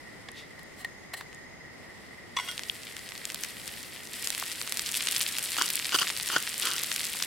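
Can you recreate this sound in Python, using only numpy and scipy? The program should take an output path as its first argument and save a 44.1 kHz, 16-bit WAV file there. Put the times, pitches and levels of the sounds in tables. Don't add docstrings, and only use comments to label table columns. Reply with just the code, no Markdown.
import sys
import numpy as np
from scipy import signal
from scipy.fft import rfft, irfft
from scipy.io import wavfile
from scipy.ndimage import uniform_filter1d

SR = 44100
rng = np.random.default_rng(int(sys.argv[2]) if len(sys.argv) > 2 else 0)


def dump_mix(stems):
    frames = np.atleast_2d(stems).T
    limited = np.clip(frames, -1, 1)
    pcm = np.round(limited * 32767).astype(np.int16)
    wavfile.write(sys.argv[1], SR, pcm)


N = 320166
TIME = np.arange(N) / SR

# pitch_hz, level_db
AIR_COLOUR = [(20, -19), (50, -5.5), (110, -1.5), (200, -0.5), (400, -3), (700, -6.5), (1100, -10),
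              (1500, -11), (2600, -19.5), (5000, -27.5), (10000, -43), (16000, -41)]
# pitch_hz, level_db
AIR_SIDE_COLOUR = [(30, -5), (120, -3), (300, -2.5), (800, 3), (2000, 7), (16000, 5)]

# start_s, peak_db
DULL_KNOCKS = [(1.211, -24.5), (4.4256, -16.5), (7.15, -25.5)]
# pitch_hz, width_hz, level_db
DULL_KNOCK_MODES = [(764, 220, 0), (1070, 300, 11), (1420, 350, 1), (2300, 750, -23)]

# start_s, level_db, rise_s, decay_s,
# place (0 = thud of its base, 1 = scrape of its edge)
POT_TOUCHES = [(5.584, -22, 0.00073, 0.0051, 0.45), (5.614, -17, 0.0012, 0.0022, 0.3),
               (5.635, -33.5, 0.053, 0.034, .7), (5.93, -26.5, 0.0077, 0.013, 0.6),
               (5.945, -15, 0.0014, 0.0042, 0.38), (5.952, -22.5, 0.003, .005, 0.8),
               (5.9605, -19, 0.0013, 0.0015, 0.73), (5.9865, -22, .0005, 0.011, 1),
               (6.019, -20.5, 0.0063, 0.0078, .65), (6.045, -36, .003, 0.0047, .4),
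               (6.301, -27, 0.0022, .003, 0.36), (6.34, -28, 0.026, 0.039, 0.65),
               (6.3637, -14, 0.0012, 0.0035, .02), (6.67, -30, 0.044, 0.072, 0.57)]
# pitch_hz, width_hz, base_db, edge_db
POT_MODES = [(345, 180, 0, -25), (1170, 55, -1.5, -16), (1385, 250, 11.5, -2.5), (2940, 270, 1, 6.5),
             (4530, 360, -7, 1), (5100, 340, -14, -15), (6000, 240, -14, -6), (8700, 1300, -16, -27)]
# start_s, peak_db
THUMPS = [(5.617, -37), (5.947, -26.5), (6.02, -36), (6.3637, -22)]
# pitch_hz, width_hz, level_db
GROUND_MODES = [(150, 120, 4), (343, 220, -5)]

# start_s, level_db, rise_s, decay_s,
# place (0 = dull knock on the wall, 1 = bright slip on the rim)
PAN_TOUCHES = [(.2866, -27.5, 0.00012, 0.0034, 0.019), (.593, -39.5, 0.0019, 0.0042, 0.37),
               (.815, -48, 0.036, 0.014, 1), (.847, -26, 0.00063, 0.003, 0.35),
               (1.140, -27.5, 0.0045, 0.006, 0.49), (1.175, -41, 0.0083, 0.027, 0.85),
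               (1.210, -38, 0.0032, 0.0058, 0.057)]
# pitch_hz, width_hz, wall_db, rim_db
PAN_MODES = [(744, 140, -6.5, -4), (1090, 180, 1, -10), (1873, 55, 12, -4), (2040, 110, 2, -12),
             (3000, 890, 1, -3), (3670, 200, -1, -21), (4080, 280, -19, -2), (7900, 1100, 3, -2),
             (9800, 530, -20, -10), (11100, 430, -28, -14)]
# start_s, level_db, rise_s, decay_s,
# place (0 = clamped at the edge, 1 = dragged over the pot's lip)
LID_TOUCHES = [(2.3665, -20.5, 0.00023, 0.0043, .02), (2.371, -25.5, 0.0012, 0.0032, .05),
               (2.388, -22, 0.0012, 0.002, .1), (2.398, -23.5, 0.00059, 0.0029, 0.4),
               (2.44, -40.5, 0.039, 0.039, 0.55), (2.477, -33, 0.0011, 0.0031, 0.48),
               (2.487, -29, .002, 0.0083, 0.96), (2.521, -33.5, 0.0017, .003, .8)]
# pitch_hz, width_hz, edge_db, dragged_db
LID_MODES = [(1003, 45, 4, -28), (1080, 54, 8, -27), (1334, 62, -3, -5), (1470, 34, -6, -2),
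             (2060, 150, 10.5, -1), (2170, 150, -4, -17), (2520, 25, -8, -13), (2840, 40, 7, -8),
             (2740, 26, -3, -11), (3248, 23, -16, 4), (3376, 15, 6, -7), (3300, 29, -15, -15),
             (4700, 10, -13, -6), (5520, 11, -20, -7), (5550, 10, -22, -7), (5910, 17, -1, -9),
             (7700, 20, -10, -19), (7800, 26, -4, -20), (8830, 7, -26, -8)]

# start_s, level_db
SIZZLE_LEVEL = [(0, -53), (1.0, -53.5), (1.6, -56.5), (1.85, -52.5), (2.35, -52.5), (2.39, -42.5),
                (3.1, -43.5), (3.4, -40.5), (4.12, -43.5), (4.14, -38), (4.3, -36.5), (4.55, -38.5),
                (5.15, -34), (5.5, -35.5), (6.0, -34.5), (6.35, -36), (6.65, -34.5), (7.26, -37)]
# pitch_hz, level_db
SIZZLE_COLOUR = [(200, -8), (800, -9.5), (1300, -3), (1900, 1), (3000, 1), (4400, -0.5), (5500, -2.5),
                 (6400, -6.5), (7400, -1.5), (9200, 0.5), (10800, -4), (12500, -3), (15700, -11)]
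# level_db, treble_db
TREBLE_BY_LEVEL = [(-51, -23), (-57, -11), (-38.5, -1), (-29.5, -1.5)]
SURGE_PER_S, SURGE_DB = 12, 0.29
WAVER_PER_S, TREBLE_WAVER_DB = 96, 2.0

# start_s, peak_db, pitch_hz,
# damping (bandwidth over pitch, no unit)
SPITS = [(.3168, -32, 9100, .8), (.6322, -31, 11200, 2.5), (1.3471, -32.5, 7700, .4),
         (2.579, -17, 2800, 1.5), (2.5938, -16, 2500, 2.3), (2.6976, -13, 3280, 0.36),
         (2.9673, -19.5, 3000, 2.3), (3.2534, -12, 4000, 2.3), (3.3016, -16, 2730, 1.9),
         (3.3454, -12.5, 5100, 4.7), (3.4362, -10.5, 4500, 3.2), (3.6778, -16, 3800, 3.8),
         (4.1353, -18, 6300, 3.5), (4.2731, -8.5, 4200, 2.1), (4.3036, -9, 2730, 3.9),
         (4.399, -12.5, 6300, 8.2), (4.7229, -8, 4000, 3.5), (4.7722, -7.5, 5500, 3),
         (4.7945, -7, 3800, 2.3), (4.8913, -14.5, 4640, 2.1), (5.0068, -13, 2800, 1.4),
         (5.0718, -10.5, 3100, 1.5), (5.088, -11, 4200, 3.5), (5.1644, -7, 4500, 1.3),
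         (5.17, -12, 3100, 2.1), (5.2131, -11, 3900, 4.4), (5.385, -6, 7440, 10), (5.6215, -4, 5200, 1.9),
         (5.7037, -4.5, 8300, 4.6), (5.7555, -4, 9600, 2.2), (6.076, -12.5, 3400, 2.1),
         (6.426, -14, 7340, 4.2), (6.8352, -6, 6000, 7), (6.9166, -10, 2820, 1.3), (6.9627, -10, 4770, 3.3),
         (7.2253, -7, 3900, 2.3)]
# level_db, rate_per_s
SPIT_RATE_BY_LEVEL = [(-51, .1), (-43.5, 9), (-34, 24)]
SPIT_OVER_DB, SPIT_RANGE_DB = 20.5, 3.5
SPIT_HZ, SPIT_OCTAVES, SPIT_DAMPING = 4500, 1.17, 1.85
SPIT_PAN_DB, SPIT_PAN_SPREAD_DB = 0.5, 3

# pitch_hz, side_db (gain of the left-right difference)
MIC_WIDTH = [(100, 1.5), (300, -0.5), (600, -3.5), (1400, -9.5), (2400, -8), (4500, -1), (15000, -0.5)]
# pitch_hz, difference_db
MIC_BALANCE = [(2400, 0), (5000, 1), (9000, 1.5), (12500, -0.5)]
TOP_HZ = 15900


def undb(db):
    return 10 ** (np.asarray(db) / 20)


def unit(x):
    return x / np.sqrt(np.mean(x ** 2))


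def follow(x, points):
    return np.interp(x, *np.transpose(points))


def walk(rate):
    hold = max(int(SR / rate), 2)
    steps = np.repeat(rng.standard_normal(N // hold + 1), hold)
    smooth = uniform_filter1d(uniform_filter1d(steps, hold), hold)
    return unit(smooth[:N])


def convolve(x, response):
    return signal.fftconvolve(np.atleast_2d(x), np.atleast_2d(response), axes=1)[:, :x.shape[-1]]


def colour(x, points):
    hz, db = np.transpose(points)
    size = 4096
    bin_hz = np.arange(size // 2 + 1) * SR / size
    log_gain = np.log(undb(np.interp(np.log(bin_hz + 1), np.log(hz), db)))
    cepstrum = irfft(log_gain)
    cepstrum[1:size // 2] *= 2
    cepstrum[size // 2 + 1:] = 0
    return convolve(x, irfft(np.exp(rfft(cepstrum))))


def high_pass(x, hz, order=2):
    return signal.sosfilt(signal.butter(order, hz, "high", fs=SR, output="sos"), x)


def band(x, hz, width_hz):
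    g, k = np.tan(np.pi * hz / SR), width_hz / hz
    top = [g * k, 0, -g * k]
    bottom = [1 + g * k + g * g, 2 * (g * g - 1), 1 - g * k + g * g]
    return signal.lfilter(top, bottom, x)


def stereo(pair, side_db):
    return pair[0] + undb(side_db) * pair[1] * np.array([[1], [-1]])


def panned(db):
    return undb(np.array([[db], [-db]]) / 2)


def ring(x, modes):
    t = TIME[:SR // 2]
    response = 0
    for hz, width, db in modes:
        fade = np.exp(-np.pi * width * t)
        response = response + undb(db) * np.sqrt(width) * fade * np.cos(2 * np.pi * hz * t)
    response = high_pass(response, .8 * modes[0][0])
    return convolve(x, response / np.linalg.norm(response))


def strike(blows, modes):
    force = np.zeros(N)
    for start_s, peak_db in blows:
        force[int(start_s * SR)] += undb(peak_db)
    sound = ring(force, modes)
    return sound / np.abs(sound).max() * force.max()


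def contact(start_s, level_db, rise_s, decay_s):
    t = TIME - start_s
    fall = np.where(t < 0, (t / rise_s) ** 2, t / decay_s)
    return undb(level_db) * np.exp(-np.minimum(fall, 60))


def grit(spread_db):
    slips = rng.standard_normal((2, N)) * undb(spread_db * rng.standard_normal(N))
    return slips / np.sqrt(uniform_filter1d(slips ** 2, size=90))


def touch(touches, modes, grain_db, soft_hz, side_db):
    forces = np.array([contact(*row[:4]) for row in touches])
    place = np.array([row[4] for row in touches])
    slips = grit(grain_db)
    blunt = signal.sosfilt(signal.butter(2, soft_hz, fs=SR, output="sos"), slips)
    dull_modes = [(hz, width, db) for hz, width, db, _ in modes]
    bright_modes = [(hz, width, db) for hz, width, _, db in modes]
    dull = ring((1 - place) @ forces * blunt, dull_modes)
    bright = ring(place @ forces * slips, bright_modes)
    return stereo(dull + bright, side_db)


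def burst(hz, damping, scatter_db, scatter_s):
    t = TIME[:SR // 80]
    scatter = rng.standard_normal((2, len(t))) * np.exp(-t / scatter_s) * undb(scatter_db)
    click = (t == 0) + scatter
    snap = band(band(click, hz, hz * damping), hz, hz * damping)
    return high_pass(snap, 700)


def air():
    mid, side = colour(rng.standard_normal((2, N)), AIR_COLOUR)
    sound = stereo([mid, colour(side, AIR_SIDE_COLOUR)[0]], side_db=1.5)
    return unit(sound) * undb(-47.5 + 0.36 * walk(5.9))


def tone_noise(hz, width_hz):
    return unit(band(band(rng.standard_normal((2, N)), hz, width_hz), hz, width_hz))


def insects():
    beat = 14.2 * TIME + 0.17 * walk(4.9)
    stroke = (.5 + .5 * np.cos(2 * np.pi * beat)) ** 6.1
    pitch_hz = 2030 - 18 * np.sin(2 * np.pi * beat) + 8 * walk(40)
    tone = np.sin(2 * np.pi * np.cumsum(pitch_hz) / SR)
    trill = undb(-49.5) * stroke * undb(2 * walk(9.4)) * tone
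    swell = np.cos(2 * np.pi * (TIME - .1) / .258)
    chorus = tone_noise(1898, 156) * undb(-55.5 + 3.0 * swell)
    far = tone_noise(2027, 310) * undb(-57.5) + tone_noise(5080, 700) * undb(-69.5)
    buzz_db = np.interp(TIME, [.5, .7, 1.55, 1.8], [-77.0, -71, -71, -77])
    buzz = tone_noise(6580, 300) * undb(buzz_db)
    return trill + stereo(chorus + far + buzz, side_db=4)


def charcoal():
    push = contact(start_s=0.392, level_db=-45, rise_s=0.037, decay_s=0.034)
    charcoal_modes = [(2380, 1300, 11), (3500, 430, 12.0), (4150, 460, -20)]  # Hz, width Hz, dB
    slide = ring(push * grit(spread_db=-1), charcoal_modes)
    return stereo(band(slide, 3500, 8200), side_db=-13)


def dull_knocks():
    return strike(DULL_KNOCKS, DULL_KNOCK_MODES)


def pot():
    grinding = touch(POT_TOUCHES, POT_MODES, grain_db=3, soft_hz=7140, side_db=-3)
    return grinding + strike(THUMPS, GROUND_MODES)


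def gripper():
    pan = touch(PAN_TOUCHES, PAN_MODES, grain_db=7.5, soft_hz=5500, side_db=-6)
    lid = touch(LID_TOUCHES, LID_MODES, grain_db=0.5, soft_hz=8200, side_db=-6)
    return pan + lid


def bubbles(flurry, sizes=16):
    crackle = 0
    for k, hz in enumerate(np.geomspace(2200, 13000, sizes)):
        chance, strength = rng.random(N), rng.exponential(size=N)
        pops = (chance < 110 * flurry / SR) * undb(5.2 * np.minimum(strength, 4.5))
        side = 1.5 * (-1) ** k
        shape = burst(hz, damping=1.4, scatter_db=-17, scatter_s=.0008) * panned(side)
        crackle = crackle + convolve(pops, shape)
    return crackle


def sizzle():
    level_db = follow(TIME, SIZZLE_LEVEL) + SURGE_DB * walk(SURGE_PER_S)
    treble_db = follow(level_db, TREBLE_BY_LEVEL) + TREBLE_WAVER_DB * walk(WAVER_PER_S)
    flurry = undb(1.8 * walk(45))
    crackle = bubbles(flurry)
    hiss = stereo(rng.standard_normal((2, N)), side_db=-4) * np.sqrt(flurry)
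    crackle_db = np.minimum(0.65 * (level_db + 27.5), 2)
    mix = unit(crackle) * undb(crackle_db) + undb(-6) * unit(hiss)
    sound = colour(mix, SIZZLE_COLOUR)
    treble = high_pass(sound, 6700, order=1)
    sound = high_pass(sound + (undb(treble_db) - 1) * treble, 190)
    return unit(sound) * undb(level_db - 1.0)


def lesser_spits(count=400):
    slot_s = N / SR / count
    chance, when, size, pitch = rng.random((count, 4)).T
    start_s = (np.arange(count) + when) * slot_s
    level_db = follow(start_s, SIZZLE_LEVEL)
    peak_db = level_db + SPIT_OVER_DB + SPIT_RANGE_DB * (2 * size - 1)
    hz = SPIT_HZ * 2 ** (SPIT_OCTAVES * (2 * pitch - 1))
    rows = np.column_stack([start_s, peak_db, hz, np.full(count, SPIT_DAMPING)])
    return list(rows[chance < follow(level_db, SPIT_RATE_BY_LEVEL) * slot_s])


def spits():
    out = np.zeros((2, N + SR))
    for start_s, peak_db, hz, damping in list(SPITS) + lesser_spits():
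        snap = burst(hz, damping, scatter_db=-13.5, scatter_s=0.00081)
        snap = snap / np.abs(snap.mean(axis=0)).max()
        pan_db = SPIT_PAN_DB + SPIT_PAN_SPREAD_DB * rng.standard_normal()
        start = int(start_s * SR)
        out[:, start:start + snap.shape[1]] += snap * undb(peak_db - 1.5) * panned(pan_db)
    return out[:, :N]


def scene():
    background = air() + insects() + charcoal() + dull_knocks()
    return background + pot() + gripper() + sizzle() + spits()


def record(dry):
    mid, side = (dry[0] + dry[1]) / 2, (dry[0] - dry[1]) / 2
    side = colour(side, MIC_WIDTH)[0]
    hz, db = np.transpose(MIC_BALANCE)
    left = colour(mid + side, np.transpose([hz, db / 2]))
    right = colour(mid - side, np.transpose([hz, -db / 2]))
    top_cut = signal.ellip(10, .2, 70, TOP_HZ, fs=SR, output="sos")
    return signal.sosfilt(top_cut, np.vstack([left, right]))


dry = scene()
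out = record(dry)
dump_mix(out)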